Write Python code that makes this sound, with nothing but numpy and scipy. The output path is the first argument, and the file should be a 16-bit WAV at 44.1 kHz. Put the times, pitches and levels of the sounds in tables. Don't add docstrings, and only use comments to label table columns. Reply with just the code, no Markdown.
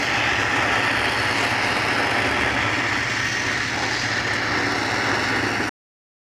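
import sys
import numpy as np
from scipy import signal
from scipy.fft import rfft, irfft
from scipy.io import wavfile
from scipy.ndimage import uniform_filter1d

SR = 44100
rng = np.random.default_rng(int(sys.argv[2]) if len(sys.argv) > 2 else 0)


def to_wav(sig):
    pcm = np.clip(np.atleast_2d(sig), -1, 1) * 32767
    pcm = np.round(pcm).astype(np.int16)
    wavfile.write(sys.argv[1], SR, pcm.T)


N = 280476
TIME = np.arange(N) / SR

# f/Hz, relative spectral level/dB
RUMBLE_SPECTRUM = [(40, -29), (170, -10.5), (260, -0.5), (350, 2.5), (420, -1.5), (520, -14), (1000, -38.5),
                   (16000, -89)]
ROAR_SPECTRUM = [(40, -33.5), (250, -9.5), (400, -1.5), (480, -4), (800, 0.5), (1100, -2.5), (1400, -3),
                 (1800, -1.5), (2400, -20.5), (4000, -43), (16000, -78.5)]
RUSH_SPECTRUM = [(100, -35.5), (700, -25), (1350, -6), (1550, -2.5), (1680, -1), (1850, -0.5), (2060, -3),
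                 (2240, -4.5), (2420, -16), (3000, -16), (5000, -43.5), (16000, -78.5)]
RASP_SPECTRUM = [(100, -52.5), (1800, -10.5), (2250, 0.5), (2480, 5.5), (2800, 1.5), (3100, -3),
                 (3400, -5.5), (3700, -15.5), (5000, -38.5), (16000, -62)]
HISS_SPECTRUM = [(100, -40.5), (2800, -19), (3600, -4.5), (4000, -1), (4700, 1), (5400, 0.4), (5750, -10.5),
                 (6600, -14), (8800, -27.5), (16000, -55)]
BRIGHT_SPECTRUM = [(100, -49), (4800, -12.5), (5600, 3), (6400, 0), (6800, -4), (7600, -8), (8800, -16.5),
                   (11000, -38.5), (16000, -43)]
SIZZLE_SPECTRUM = [(100, -42), (5000, -13), (7500, -1), (8600, 2), (9500, 4), (10400, 0.5), (11200, -1),
                   (12100, -6), (12800, -16.5), (16000, -30.5)]
NOZZLE_SPECTRUM = [(100, -29.5), (7000, -10), (11000, -4.5), (12300, -2.5), (13200, 4.5), (15500, -3)]
# t/s, level/dB
RUMBLE_LEVEL = [(0.0, -34.5), (1.65, -34), (2.2, -29.5), (2.75, -32.5), (3.3, -35.5), (4.1, -35),
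                (4.7, -29.5), (5.15, -33), (5.45, -29)]
RUSH_LEVEL = [(0.0, -27.5), (0.3, -28.5), (0.8, -25.5), (1.15, -25), (1.6, -26), (1.9, -24.5), (2.65, -25),
              (3.05, -26.5), (3.5, -26), (3.8, -28), (4.15, -28), (4.5, -25), (4.9, -26.5), (5.3, -26.5),
              (5.6, -27.5)]
RASP_LEVEL = [(0.0, -30.5), (0.3, -32.5), (1.1, -27.5), (1.9, -29.5), (2.75, -29.5), (3.05, -32.5),
              (4.35, -34.5), (5.3, -32.5), (5.67, -34.5)]
HISS_LEVEL = [(0.0, -36), (0.95, -37), (1.2, -35.8), (1.95, -36.5), (2.45, -39), (2.7, -39), (3.35, -35),
              (3.75, -37), (4.15, -35.5), (5.3, -34.5), (5.6, -39.5)]
BRIGHT_LEVEL = [(0.0, -42), (0.7, -41), (1.0, -47), (1.3, -42), (2.1, -45), (2.75, -43.5), (3.15, -40),
                (4.05, -40), (4.42, -45.5), (4.85, -41.5), (5.67, -42.5)]
SIZZLE_LEVEL = [(0.0, -58), (0.7, -52.5), (1.02, -48), (1.4, -45.5), (2.45, -50), (2.63, -55),
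                (4.48, -60.5), (4.75, -56.5), (5.4, -53.5)]
NOZZLE_LEVEL = [(0.0, -61), (2.3, -66.5), (3.25, -64), (4.2, -66.5), (4.8, -60.5), (5.6, -59)]
# t/s, roar gain/dB
FLAME_SPREAD = [(0.0, -1.5), (0.65, 2), (1.05, 0.5), (2.25, 2), (2.7, -1), (3.05, -5), (3.3, -6),
                (3.68, -7.5), (4.1, -4.5), (4.6, 0), (5.1, -0.7), (5.67, -2)]
# t/s, half duration/s, gain/dB
FLAME_SURGES = [(0.7, 0.15, 1), (1.42, 0.085, 0.5), (2.0, .08, 0.5), (2.94, 0.042, 3), (3.5, 0.085, 4.5),
                (3.82, 0.11, 5), (5.13, 0.06, 3.5), (5.38, 0.054, 1)]
JET_PUSHES = [(.26, 0.15, 5), (.58, 0.037, 2), (.7, 0.044, 2), (1.18, .05, -0.5), (2.64, 0.062, 0),
              (3.25, .05, 0), (5.12, .07, 0.5), (5.32, 0.055, 1)]

# f/Hz, width/Hz, gain/dB
BENCH_MODES = [(206, 14, -2.5), (275, 58, 5), (503, 28, 8.5), (589.7, 23.6, 12), (728, 59, 5.5),
               (832, 84, 4.5), (953, 89, 4.5), (1174, 41, 4), (1335, 36, 5.5), (1485, 40, 2), (1970, 77, 0),
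               (3190, 70, 2.5), (3410, 41, 5), (3560, 70, 3), (3970, 64, 3), (4370, 80, 3)]
# t/s, gain/dB
RING_GAIN = [(0.0, 0), (0.5, 4.5), (1.3, -0.5), (1.9, -0.5), (2.6, 1.5), (3.25, 4), (3.7, 2.5), (4.15, 3),
             (4.9, -2.5), (5.35, 0), (5.67, -1)]
# t/s, delay/ms, notch gain/dB
STEEL_ECHO = [(0.0, 0.96, -5.5), (0.5, 0.76, -3.5), (0.9, 0.9, -4.5), (1.8, 1.06, -3), (2.3, 0.87, -1),
              (2.8, 0.91, -1.5), (4.0, 0.95, 3), (4.46, 1.03, -2.5), (4.62, 1.104, -5.5),
              (5.67, 1.08, -6.5)]
# cycles per delay, half width/Hz, share of the notch gain
ECHO_NOTCHES = [(3.5, 250, 1), (5.5, 250, 0.14), (7.1, 350, 0.56)]
# delay/ms, amplitude ratio
NEAR_ECHOES = [(.42, 0.039), (1.55, 0.016), (1.92, -0.011)]
# t/s, half duration/s, f/Hz, glide/(Hz/s), half width/Hz, gain/dB
BAND_LIFTS = [(0.06, .25, 6400, 1, 100, 5.5), (0.12, 0.27, 765, 0.5, 130, 3.5),
              (0.95, 0.65, 3215, -200, 230, 2.5), (1.262, 0.24, 4370, 0, 70, 8),
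              (1.5, 0.45, 1250, 0.5, 320, 1.5), (1.75, 0.24, 4280, -0.5, 70, 7),
              (1.9, .35, 5240, -59, 150, 5.5), (2.85, .35, 7450, 0, 380, 6), (2.85, .3, 5200, 0.5, 200, 3),
              (3.82, 0.11, 790, 0, 110, 4), (3.99, 0.12, 4730, 0, 110, 6.5), (4.85, .3, 3930, 0, 70, 4.5),
              (4.9, .3, 5560, 0.5, 130.4, 4.5), (5.202, .4, 1450, 1, 80, 5)]
HAND_HOLLOWS = [(0.35, 0.3, 1480, -1, 179.9, -2.5), (0.4, .22, 4480, -0.5, 220, -7.5),
                (1.25, .25, 2480, -0.5, 220, -3.5), (2.15, .35, 5850, 200.5, 200, -2.5),
                (2.85, 0.51, 1490, 0.5, 88, -3.5), (3.0, 0.55, 4100, 0.5, 130, -2.5),
                (2.85, .3, 4760, 0.5, 110, -5.5), (3.15, 0.66, 450, -0.5, 140, -3),
                (3.3, 0.036, 870, 0, 500, -3), (3.4, 0.078, 1400, -1, 300, -4),
                (3.67, 0.044, 800, 0, 550, -4), (3.6, .55, 6600, -1, 170, -6.5),
                (4.9, .45, 4900, 0.5, 400, -3), (4.8, 0.98, 2470, -100, 80, -7.5)]
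# t/s, half duration/s, f/Hz, half width/Hz, gain/dB
EDGE_FLARES = [(0.03, 0.06, 11000, 5000, 3.5), (0.218, 0.14, 3400, 699, 1), (1.02, 0.03, 9500, 2500, 4),
               (1.405, 0.034, 7200, 1200, 8), (1.442, 0.035, 3400, 700, 3), (1.64, 0.022, 5800, 1700, 5),
               (3.28, 0.07, 13000, 2500, 6), (3.35, 0.17, 6000, 650, 4.5), (3.55, 0.2, 4600, 400, -1.5),
               (3.986, 0.075, 5700, 2000, 3.5), (4.0, 0.06, 11500, 3500, 3), (4.147, 0.036, 4700, 900, 2.5),
               (4.798, 0.06, 9500, 2000, 3), (5.06, 0.04, 9500, 2000, -2), (5.371, 0.092, 9200, 1400, 2.5)]

# t/s, level/dB, f/Hz
JOINT_SPARKS = [(4.335, -26, 8400), (4.3445, -41, 9400)]
# f/Hz, level/dB, waver/dB
HUM_LINES = [(35.3, -65.5, 3.5), (72.3, -53, -7.5), (105, -40.5, 2.5), (120, -40, -0.3),
             (207.3, -48.5, 1.5)]
# f/Hz, relative spectral level/dB
WORKSHOP_SPECTRUM = [(15, -27), (28, -15), (40, -9.5), (50, -9), (70, -6.5), (87, 2.5), (98, -2), (110, -1),
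                     (135, -2), (155, -8), (250, -6.5), (600, -19.5), (4000, -47)]
FIZZ_SPECTRUM = [(2000, -33), (6000, 14), (9000, 1), (15000, -19)]


def flame(roar_db=-28, sway_db=0.54, sway_hz=14):
    surge_db, push_db = swells(FLAME_SURGES), swells(JET_PUSHES)
    flutter, eddies, spits = wander(rate_hz=180), wander(rate_hz=380), wander(rate_hz=1100)
    soft_db = 0.73 * flutter + 0.87 * eddies
    coarse_db = 0.82 * flutter + 1.3 * eddies + 1.1 * spits
    crackly_db = np.minimum(2.0 * flutter + 3.9 * eddies + 3.0 * spits, 12)
    parts = [(follow(RUMBLE_LEVEL)[0] + 0.7 * surge_db, RUMBLE_SPECTRUM, soft_db),
             (roar_db + follow(FLAME_SPREAD)[0] + surge_db, ROAR_SPECTRUM, soft_db),
             (follow(RUSH_LEVEL)[0] + push_db, RUSH_SPECTRUM, soft_db),
             (follow(RASP_LEVEL)[0] + push_db, RASP_SPECTRUM, coarse_db),
             (follow(HISS_LEVEL)[0], HISS_SPECTRUM, coarse_db),
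             (follow(BRIGHT_LEVEL)[0], BRIGHT_SPECTRUM, coarse_db),
             (follow(SIZZLE_LEVEL)[0], SIZZLE_SPECTRUM, crackly_db),
             (follow(NOZZLE_LEVEL)[0], NOZZLE_SPECTRUM, crackly_db)]
    sound = np.zeros(N)
    for level_db, spectrum, bursts_db in parts:
        unsteady_hand_db = sway_db * wander(sway_hz)
        bursts = rng.standard_normal(N) * gain_of(bursts_db)
        sound += gain_of(level_db + unsteady_hand_db) * coloured(bursts, spectrum)
    return sound


def resonances(hz, t, sway_db=0.74, ring_hz=1820, ring_width_hz=210):
    modes_db = 0
    for centre, width, db in BENCH_MODES:
        waver_db = sway_db * np.interp(t, TIME, wander(rate_hz=3.4))
        modes_db += (db + waver_db) / (1 + (2 * (hz - centre) / width) ** 4)
    ring_db = follow(RING_GAIN, t)[0] / (1 + (2 * (hz - ring_hz) / ring_width_hz) ** 2)
    low_shelf_db = -1.94 / (1 + (hz / 1400) ** 4)
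    return modes_db + ring_db + low_shelf_db


def passing_bands(hz, t):
    bands_db = 0
    for s, half_s, centre, glide, width, db in BAND_LIFTS + HAND_HOLLOWS:
        bands_db += db * bell(t - s, half_s) * bell(hz - centre - glide * (t - s), width)
    for s, half_s, centre, width, db in EDGE_FLARES:
        bands_db += db * bell(t - s, half_s) * bell(hz - centre, width)
    return bands_db


def echoes(hz, t, steel_share=0.07, scatter_hz=9000):
    delay_ms, notch_db = follow(STEEL_ECHO, t)
    bands_db = sum(share * notch_db * bell(hz - cycles * 1000 / delay_ms, width)
                   for cycles, width, share in ECHO_NOTCHES)
    paths = [*NEAR_ECHOES, (delay_ms, steel_share)]
    reflected = sum(share * np.exp(-2j * np.pi * hz * ms / 1000) for ms, share in paths)
    comb = 1 + bell(hz, scatter_hz) * reflected
    return comb * gain_of(bands_db)


def bench(sound, ripple_db=2.5):
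    hz, t, spectra = signal.stft(sound, SR, nperseg=2048, noverlap=1536)
    hz = hz[:, None]
    colour_db = resonances(hz, t) + passing_bands(hz, t)
    ripple = uniform_filter1d(rng.standard_normal(spectra.shape), size=4, axis=0)
    ripple = unit_rms(uniform_filter1d(ripple, size=80, axis=1))
    ripple *= hz ** 2 / (hz ** 2 + 2200 ** 2)
    response = echoes(hz, t) * gain_of(colour_db + ripple_db * ripple)
    return signal.istft(spectra * response, SR, nperseg=2048, noverlap=1536)[1][:N]


def sparks(rise_s=0.0003, ring_s=0.0013, fizz_s=0.0097, fizz_db=-8):
    fizz = gain_of(fizz_db) * coloured(rng.standard_normal(N), FIZZ_SPECTRUM)
    sound = np.zeros(N)
    for s, db, hz in JOINT_SPARKS:
        age = np.maximum(TIME - s, 0)
        onset = 1 - np.exp(-age / rise_s)
        snap = np.sin(2 * np.pi * hz * age) * np.exp(-age / ring_s)
        sound += gain_of(db) * onset * (snap + fizz * np.exp(-age / fizz_s))
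    return sound


def walls(sound, wet_db=-19, t60_s=0.13, gap_s=0.004):
    t = np.arange(SR // 3) / SR
    tail = rng.standard_normal(len(t)) * gain_of(-60 * t / t60_s) * (t > gap_s)
    return sound + gain_of(wet_db) * signal.fftconvolve(sound, tail / np.linalg.norm(tail))[:N]


def hum(rumble_db=-39.5):
    lines = np.zeros(N)
    for hz, db, waver_db in HUM_LINES:
        amplitude = np.sqrt(2) * gain_of(db + waver_db * wander(rate_hz=4.8))
        phase = 2 * np.pi * (hz * TIME + rng.random()) + 0.13 * wander(rate_hz=1.3)
        lines += amplitude * np.sin(phase)
    return lines + gain_of(rumble_db) * coloured(rng.standard_normal(N), WORKSHOP_SPECTRUM)


def gain_of(db):
    return 10 ** (np.asarray(db) / 20)


def unit_rms(x):
    return x / np.sqrt(np.mean(x ** 2) + 1e-20)


def bell(offset, half_width):
    return np.exp(-(offset / half_width) ** 2)


def swells(rows):
    return sum(db * bell(TIME - s, half_s) for s, half_s, db in rows)


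def follow(rows, t=TIME):
    times, *columns = np.transpose(rows)
    return [np.interp(t, times, column) for column in columns]


def wander(rate_hz):
    hz = np.fft.rfftfreq(N, 1 / SR)
    return unit_rms(irfft(rfft(rng.standard_normal(N)) / (1 + (hz / rate_hz) ** 2), N))


def coloured(x, spectrum):
    hz = np.fft.rfftfreq(N, 1 / SR)
    points_hz, points_db = np.transpose(spectrum)
    shape_db = np.interp(np.log(hz + 1), np.log(points_hz + 1), points_db)
    return unit_rms(irfft(rfft(x) * gain_of(shape_db), N))


def scene():
    torch = bench(flame()) + sparks()
    return (walls(torch) + hum())[None]


def record(dry, stop_s=5.694, cutoff_hz=15550):
    gate = np.clip((stop_s - TIME) / 0.001, 0, 1)
    low_pass = signal.firwin(511, cutoff_hz, window=("kaiser", 9), fs=SR)
    return signal.oaconvolve(dry * gate, low_pass[None], "same")


dry = scene()
out = record(dry)
to_wav(out)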